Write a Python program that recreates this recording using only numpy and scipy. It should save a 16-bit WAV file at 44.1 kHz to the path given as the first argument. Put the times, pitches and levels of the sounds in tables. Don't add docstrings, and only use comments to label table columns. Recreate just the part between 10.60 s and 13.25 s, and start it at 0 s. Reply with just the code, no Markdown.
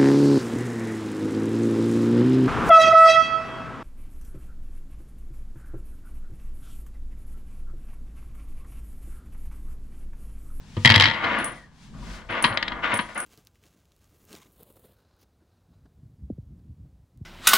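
import sys
import numpy as np
from scipy import signal
from scipy.fft import rfft, irfft, next_fast_len
from scipy.io import wavfile

SR = 44100
rng = np.random.default_rng(int(sys.argv[2]) if len(sys.argv) > 2 else 0)


def dump(signal):
    limited = np.clip(np.atleast_2d(signal).T, -1, 1)
    pcm = np.round(limited * 32767).astype(np.int16)
    wavfile.write(sys.argv[1], SR, pcm)


N = 116865
RING_SIZE = 32768
T = np.arange(N) / SR
AGE = T[:RING_SIZE]
SIDES = np.array([[1], [-1]])

BAR_HZ = [909, 1415, 1688, 1875, 1920, 1941, 2003, 2036, 2059, 2187, 2303, 2865, 3214, 3275, 3318, 3633,
          4121]
BAR_DB = [-2, -6, 7, -8, -6, -4, -6, -4, 2, -3, -2, -5, 0, -6, 0, 0, -3]
FRAME_HZ = [225, 517, 909, 954, 984, 1060, 1215, 1248, 1486, 1550, 1688, 1891, 2060, 2221, 2832]
FRAME_DB = [1.5, -9, -6, -1.5, -1, -4, 4.5, -1.5, -4, -4.5, -7.5, 2.5, -6.5, -0.5, -12]
# f/Hz, level/dB
BALANCE = [(100, 1.3), (380, 0.1), (700, 2), (1300, 3), (2400, 5.5), (4400, 4), (9000, 0)]
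# f/Hz, phase/rad
PHASE_LEAD = [(300, 0), (1400, -.2), (2100, -.6), (2900, -1.2), (3900, .2), (5500, 0), (9400, -.7)]


def amp(db):
    return 10 ** (np.asarray(db) / 20)


def at_hz(points, hz):
    f, values = np.transpose(points)
    return np.interp(np.log(np.maximum(hz, 1)), np.log(f), values)


def envelope(rows):
    return amp(np.interp(T, *np.transpose(rows)))


def lowpass(x, edge_hz):
    return signal.sosfilt(signal.butter(2, edge_hz, fs=SR, output="sos"), x + 1e-18)


def convolve(x, response):
    return signal.fftconvolve(np.atleast_2d(x), response, axes=-1)[:, :N]


def colour(pair, spectrum):
    # f/Hz, coherence
    coherence = [(100, 0.89), (300, 0.8), (700, 0.91), (1400, 0.63), (2100, 0.79), (3300, 0.62),
                 (7000, 0.34), (15000, 0.31)]
    size = next_fast_len(pair.shape[1] + 4096, True) * 2
    hz = np.arange(size // 2 + 1) * SR / size
    gain = amp(at_hz(spectrum, hz))
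    cepstrum = irfft(np.log(gain / np.sqrt(np.mean(gain ** 2))))
    cepstrum[1:size // 2] *= 2
    cepstrum[size // 2 + 1:] = 0
    response = np.exp(rfft(cepstrum) + 1j * SIDES * at_hz(PHASE_LEAD, hz) / 2)
    mid, side = rfft(pair, size)
    alike = at_hz(coherence, hz)
    stereo = np.sqrt((1 + alike) / 2) * mid + SIDES * np.sqrt((1 - alike) / 2) * side
    pan = amp(SIDES * at_hz(BALANCE, hz) / 2)
    return irfft(stereo * response * pan)[:, :pair.shape[1]]


def noise(spectrum):
    return colour(rng.standard_normal((2, N)), spectrum)


def wash(spectrum, t60):
    return colour(rng.standard_normal((2, RING_SIZE)) * amp(-60 * AGE / t60), spectrum)


def ring(modes, spread=0.):
    out = np.zeros((2, RING_SIZE))
    for k, (hz, db, t60) in enumerate(modes):
        decay = amp(db - 60 * AGE / t60 + SIDES * at_hz(BALANCE, hz) / 2)
        lead = at_hz(PHASE_LEAD, hz) / 2 + spread * (rng.random() - .5)
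        out += (-1) ** k * decay * np.sin(2 * np.pi * hz * AGE + SIDES * lead)
    return out


def metal(pitches, levels, t60, spread, damping=1 / 4):
    modes = [(hz, db, t60 * (pitches[0] / hz) ** damping) for hz, db in zip(pitches, levels)]
    return ring(modes, spread)


def contacts(rows):
    out = np.zeros(N + RING_SIZE)
    for start, db, edge_hz in rows:
        pulse = amp(db) * lowpass(signal.unit_impulse(512), edge_hz)
        out[int(start * SR):][:len(pulse)] += pulse
    return out[:N]


def cracks(rows, t60, buzz_db, buzz_t60):
    out = np.zeros((2, N + RING_SIZE))
    age = AGE[:RING_SIZE // 4]
    decay = amp(-60 * age / t60) + amp(buzz_db - 60 * age / buzz_t60)
    for start, db, edge_hz in rows:
        crack = lowpass(decay * rng.standard_normal((2, len(age))), edge_hz)
        out[:, int(start * SR):][:, :len(age)] += amp(db) * crack
    return out[:, :N]


def background():
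    # t/s, level/dB
    rub_levels = [(0, -62.5), (.15, -54.5), (.3, -42), (.6, -59), (.98, -56.5), (1.1, -70), (1.24, -55.5),
                  (1.32, -62), (1.45, -51), (1.55, -46.5), (1.64, -61.5), (2.2, -62), (2.42, -55),
                  (2.51, -54), (2.65, -57.5)]
    rumble_levels = [(0, -47.5), (.5, -43), (1.0, -52.5), (1.24, -51.5), (1.32, -42.5), (1.43, -37.5),
                     (1.52, -39), (1.62, -47.5), (1.85, -47), (2.2, -44.5), (2.65, -59)]
    # f/Hz, level/dB
    rub_spectrum = [(500, -13), (1500, -3), (3000, -1.5), (5000, -3.5), (7500, -8.5), (10000, -15),
                    (13000, -26), (16000, -28)]
    rumble_spectrum = [(20, -15), (36, -17), (46, -1), (56, -16), (100, -17), (170, -14.5), (240, -18),
                       (330, -30), (1000, -49), (4000, -93)]
    room_spectrum = [(18, -42), (30, -8), (154, -17.5), (281, -43), (881, -21.5), (1060, -21), (1270, -32),
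                     (1650, -23), (2490, -47.5), (15000, -65.5)]
    hiss = envelope(rub_levels) * noise(rub_spectrum)
    rumble = envelope(rumble_levels) * noise(rumble_spectrum)
    return hiss + rumble + amp(-60) * noise(room_spectrum)


def squeak():
    # t/s, f/Hz, level/dB
    glide = [(.92, 2020, -70), (.95, 1990, -54), (1.01, 1930, -53), (1.05, 1860, -55), (1.09, 1840, -70)]
    times, hz, db = np.transpose(glide)
    waver = lowpass(rng.standard_normal((2, N)), edge_hz=70)
    waver = waver / waver.std()
    phase = 2 * np.pi * np.cumsum(np.interp(T, times, hz)) / SR
    swell = amp(np.interp(T, times, db)) * (T > times[0]) * (T < times[-1])
    return swell * (waver[0] * np.sin(phase) + waver[1] * np.cos(phase))


def fitting():
    # t/s, level/dB
    clinks = [(.637, -61.5), (.787, -34.5), (.8435, -24.5), (1.709, -49), (1.8245, -23), (1.866, -35),
              (2.3405, -25), (2.372, -29.5), (2.547, -43.5), (2.5775, -29), (2.602, -26.5)]
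    mode_hz = [9410, 9438, 9462, 14570, 14605]
    mode_db = [-1.5, -15, -4, -33, -27]
    tick = amp(-16.5) * wash([(2000, -20), (6000, 10), (10000, 2), (16000, -39)], t60=0.05)
    room_spectrum = [(8600, -44), (9300, -24.5), (9440, -3.5), (9580, -35), (10300, -52.5)]
    room = amp(-10) * wash(room_spectrum, t60=0.26)
    ringing = amp(2) * metal(mode_hz, mode_db, t60=0.12, spread=2.4, damping=0)
    pulses = contacts([(start, db, 16400) for start, db in clinks])
    return convolve(pulses, ringing + tick + room)


def floor_thumps():
    # t/s, level/dB, boom f/Hz
    bumps = [(0.1682, -16, 102), (0.2496, -7.5, 118.4), (.302, -8.5, 111.6), (0.3609, -10, 102),
             (0.424, -20, 106), (.479, -20.5, 103.3), (0.643, -34, 104), (.76, -32, 116), (1.696, -32, 106),
             (1.844, -32.5, 106), (1.903, -25, 109), (2.332, -30, 104)]
    # f/Hz, level/dB, t60/s
    modes = [(99, -15.5, 0.61), (144.6, -13.5, 0.25), (182.3, -18, 0.16), (227.3, -13.5, 0.27),
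             (295, -22, 0.081), (344, -19, 0.16), (493, -26, 0.36), (646, -23.5, .1)]
    out = np.zeros((2, N + RING_SIZE))
    rise = 1 - np.exp(-AGE / 0.0085)
    for start, db, hz in bumps:
        boom = ring([(hz, 0, 0.15)]) * rise + ring(modes)
        out[:, int(start * SR):][:, :RING_SIZE] += amp(db) * boom
    return out[:, :N]


def scraping():
    # start t/s, rise t/s, end t/s, first and last level/dB, bass and treble edge f/Hz
    strokes = [(0.533, 0.0085, .6, -33.5, -33, 300, 3200), (0.598, 0.048, 0.81, -25.5, -28, 90.5, 3830),
               (0.821, 0.0072, 0.92, -31.5, -40, 152, 2550), (1.338, 0.0043, 1.95, -50, -52.5, 100, 1080),
               (1.425, 0.05, 1.6, -48.5, -46.5, 150, 2600), (1.687, 0.0099, 1.787, -30.5, -28, 290, 3900),
               (1.781, 0.0072, 1.835, -44, -31.5, 300, 1980), (1.863, 0.0055, 1.964, -29.5, -32, 150, 1890),
               (2.0, 0.016, 2.2, -39, -35.5, 148, 1480), (2.22, 0.027, 2.235, -23, -19, 394, 4100),
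               (2.278, 0.065, 2.319, -21, -19.5, 100, 3890), (2.482, 0.0095, 2.49, -39, -37.5, 120, 2380),
               (2.551, 0.013, 2.66, -28, -41, 360, 2130)]
    # f/Hz, level/dB
    spectrum = [(41, -38.5), (70, -11), (220, -7.5), (356, -3.5), (402, -14), (491, -5), (705, -7),
                (879, -8), (1190, -2), (1310, -11), (1450, 0.5), (1640, -6.5), (2040, -3), (2400, -9),
                (2990, -8.5), (3440, -16), (4040, -19.5), (5040, -26), (8500, -36), (11000, -93),
                (18700, -120)]
    slips_per_s, slip_spread_db, release_t60 = 5000, 2.2, 0.24
    slips = (rng.random((2, N)) < slips_per_s / SR) * rng.choice([-1, 1], (2, N))
    slips = slips * amp(slip_spread_db * np.minimum(rng.exponential(1, (2, N)), 4))
    slips = slips / slips.std()
    drive = np.zeros((2, N))
    for start, rise, end, first_db, last_db, bass_hz, edge_hz in strokes:
        held_db = np.interp(T, [start + rise, end], [first_db, last_db])
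        release_db = 60 * np.maximum(T - end, 0) / release_t60
        strength = np.clip((T - start) / rise, 0, 1) * amp(held_db - release_db)
        stroke = np.roll(slips, rng.integers(N), axis=1) * (strength + 1e-12)
        highpass = signal.butter(1, bass_hz, "high", fs=SR, output="sos")
        drive += lowpass(signal.sosfilt(highpass, stroke), edge_hz)
    rasp = amp(1.5) * colour(drive, spectrum)
    room = amp(-35.5) * lowpass(wash(spectrum, t60=0.43), edge_hz=1180)
    frame_ring = amp(-44) * metal(FRAME_HZ, FRAME_DB, t60=0.38, spread=1.0)
    bar_ring = amp(-56) * metal(BAR_HZ, BAR_DB, t60=.6, spread=1.0)
    return rasp + convolve(drive[0], frame_ring + bar_ring + room)


def frame_clanks():
    # t/s, level/dB, treble edge f/Hz
    blows = [(.1665, -30, 6040), (.1685, -15, 600), (.642, -18.5, 4940), (.877, -25.5, 1690),
             (1.342, -36, 896), (1.428, -35, 1200), (1.616, -37, 1680), (1.6935, -33.5, 4000),
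             (1.8415, -5.5, 5200), (1.8452, -9, 5160), (1.9255, -24.5, 4000), (2.1185, -20, 1980),
             (2.3905, -11.5, 2500), (2.3975, -20, 1940), (2.555, -29, 1980)]
    # f/Hz, level/dB
    spectrum = [(71, -62), (120, -12), (228, -2.5), (376, -10.5), (425, -20.5), (499, -8), (766, -23.5),
                (966, 2.5), (1310, -6.5), (1940, -6.5), (2040, 0.5), (2190, -10), (3300, -3), (3490, -16),
                (4170, -6.5), (5850, -27.5), (8500, -27.5), (11000, -69.5), (18700, -120)]
    crack = amp(-5) * colour(cracks(blows, t60=0.042, buzz_db=-11.5, buzz_t60=.14), spectrum)
    room = amp(-16) * lowpass(wash(spectrum, t60=0.22), edge_hz=4700)
    ringing = amp(-25) * metal(FRAME_HZ, FRAME_DB, t60=0.39, spread=0.39)
    return crack + convolve(contacts(blows), ringing + room)


def bar_clatter():
    # t/s, level/dB, treble edge f/Hz
    strikes = [(.2488, -1.5, 5960), (.2562, 1, 7060), (.2595, -6.5, 5860), (.2640, -6.5, 4440),
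               (.2745, -2, 5960), (.2930, -8, 4930), (.3010, 0.5, 6400), (.3098, -4.5, 5850),
               (.3198, -2, 4400), (.3412, -4.5, 4950), (.3462, -8.5, 5000), (.3530, -5, 6500),
               (.3598, 0, 10000), (.3788, -8, 6060), (.3988, -1.5, 9050), (.4080, -1.5, 10200),
               (.4135, -9, 7000), (.4218, -2.5, 8000), (.4365, -9, 5000), (.4410, -4.5, 7000),
               (.4490, -15.5, 6000), (.4558, -3.5, 5000), (.4652, -10.5, 5470), (.4750, -11.5, 4540),
               (.4840, -11.5, 4800), (.4992, -15.5, 5000), (.5122, -13.5, 4270), (.5370, -23, 5300),
               (.5440, -20.5, 4590), (1.9735, -10, 5100), (2.0272, -12.5, 6000), (2.0805, -16, 5600),
               (2.1205, -23, 2900), (2.1255, -41, 4000), (2.3895, -25, 4470)]
    # f/Hz, level/dB
    spectrum = [(120, -31.5), (210, -13), (340, -12), (400, -28), (490, -13.5), (800, -15.5), (920, -7.5),
                (1250, -10.5), (1560, -11), (1700, -6), (2030, 2.5), (2300, -7.5), (2520, -7), (2850, -7),
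                (3260, 0.5), (3480, -11), (3800, -3.5), (4250, -11.5), (4600, -8.5), (5400, -15),
                (6000, -23.5), (9000, -32), (16000, -39)]
    crack = amp(-2.5) * colour(cracks(strikes, t60=.02, buzz_db=-25, buzz_t60=.1), spectrum)
    room = amp(-21.5) * lowpass(wash(spectrum, t60=0.67), edge_hz=1980)
    ringing = amp(-31) * metal(BAR_HZ, BAR_DB, t60=.75, spread=.8, damping=.7)
    return crack + convolve(contacts(strikes), ringing + room)


def scene():
    crib = bar_clatter() + frame_clanks() + scraping() + squeak()
    return crib + floor_thumps() + fitting() + background()


def record(dry):
    rounded = dry / (1 + dry ** 6) ** (1 / 6)
    return signal.sosfilt(signal.cheby2(14, 60, 17000, fs=SR, output="sos"), rounded)


dry = scene()
out = record(dry)
dump(out)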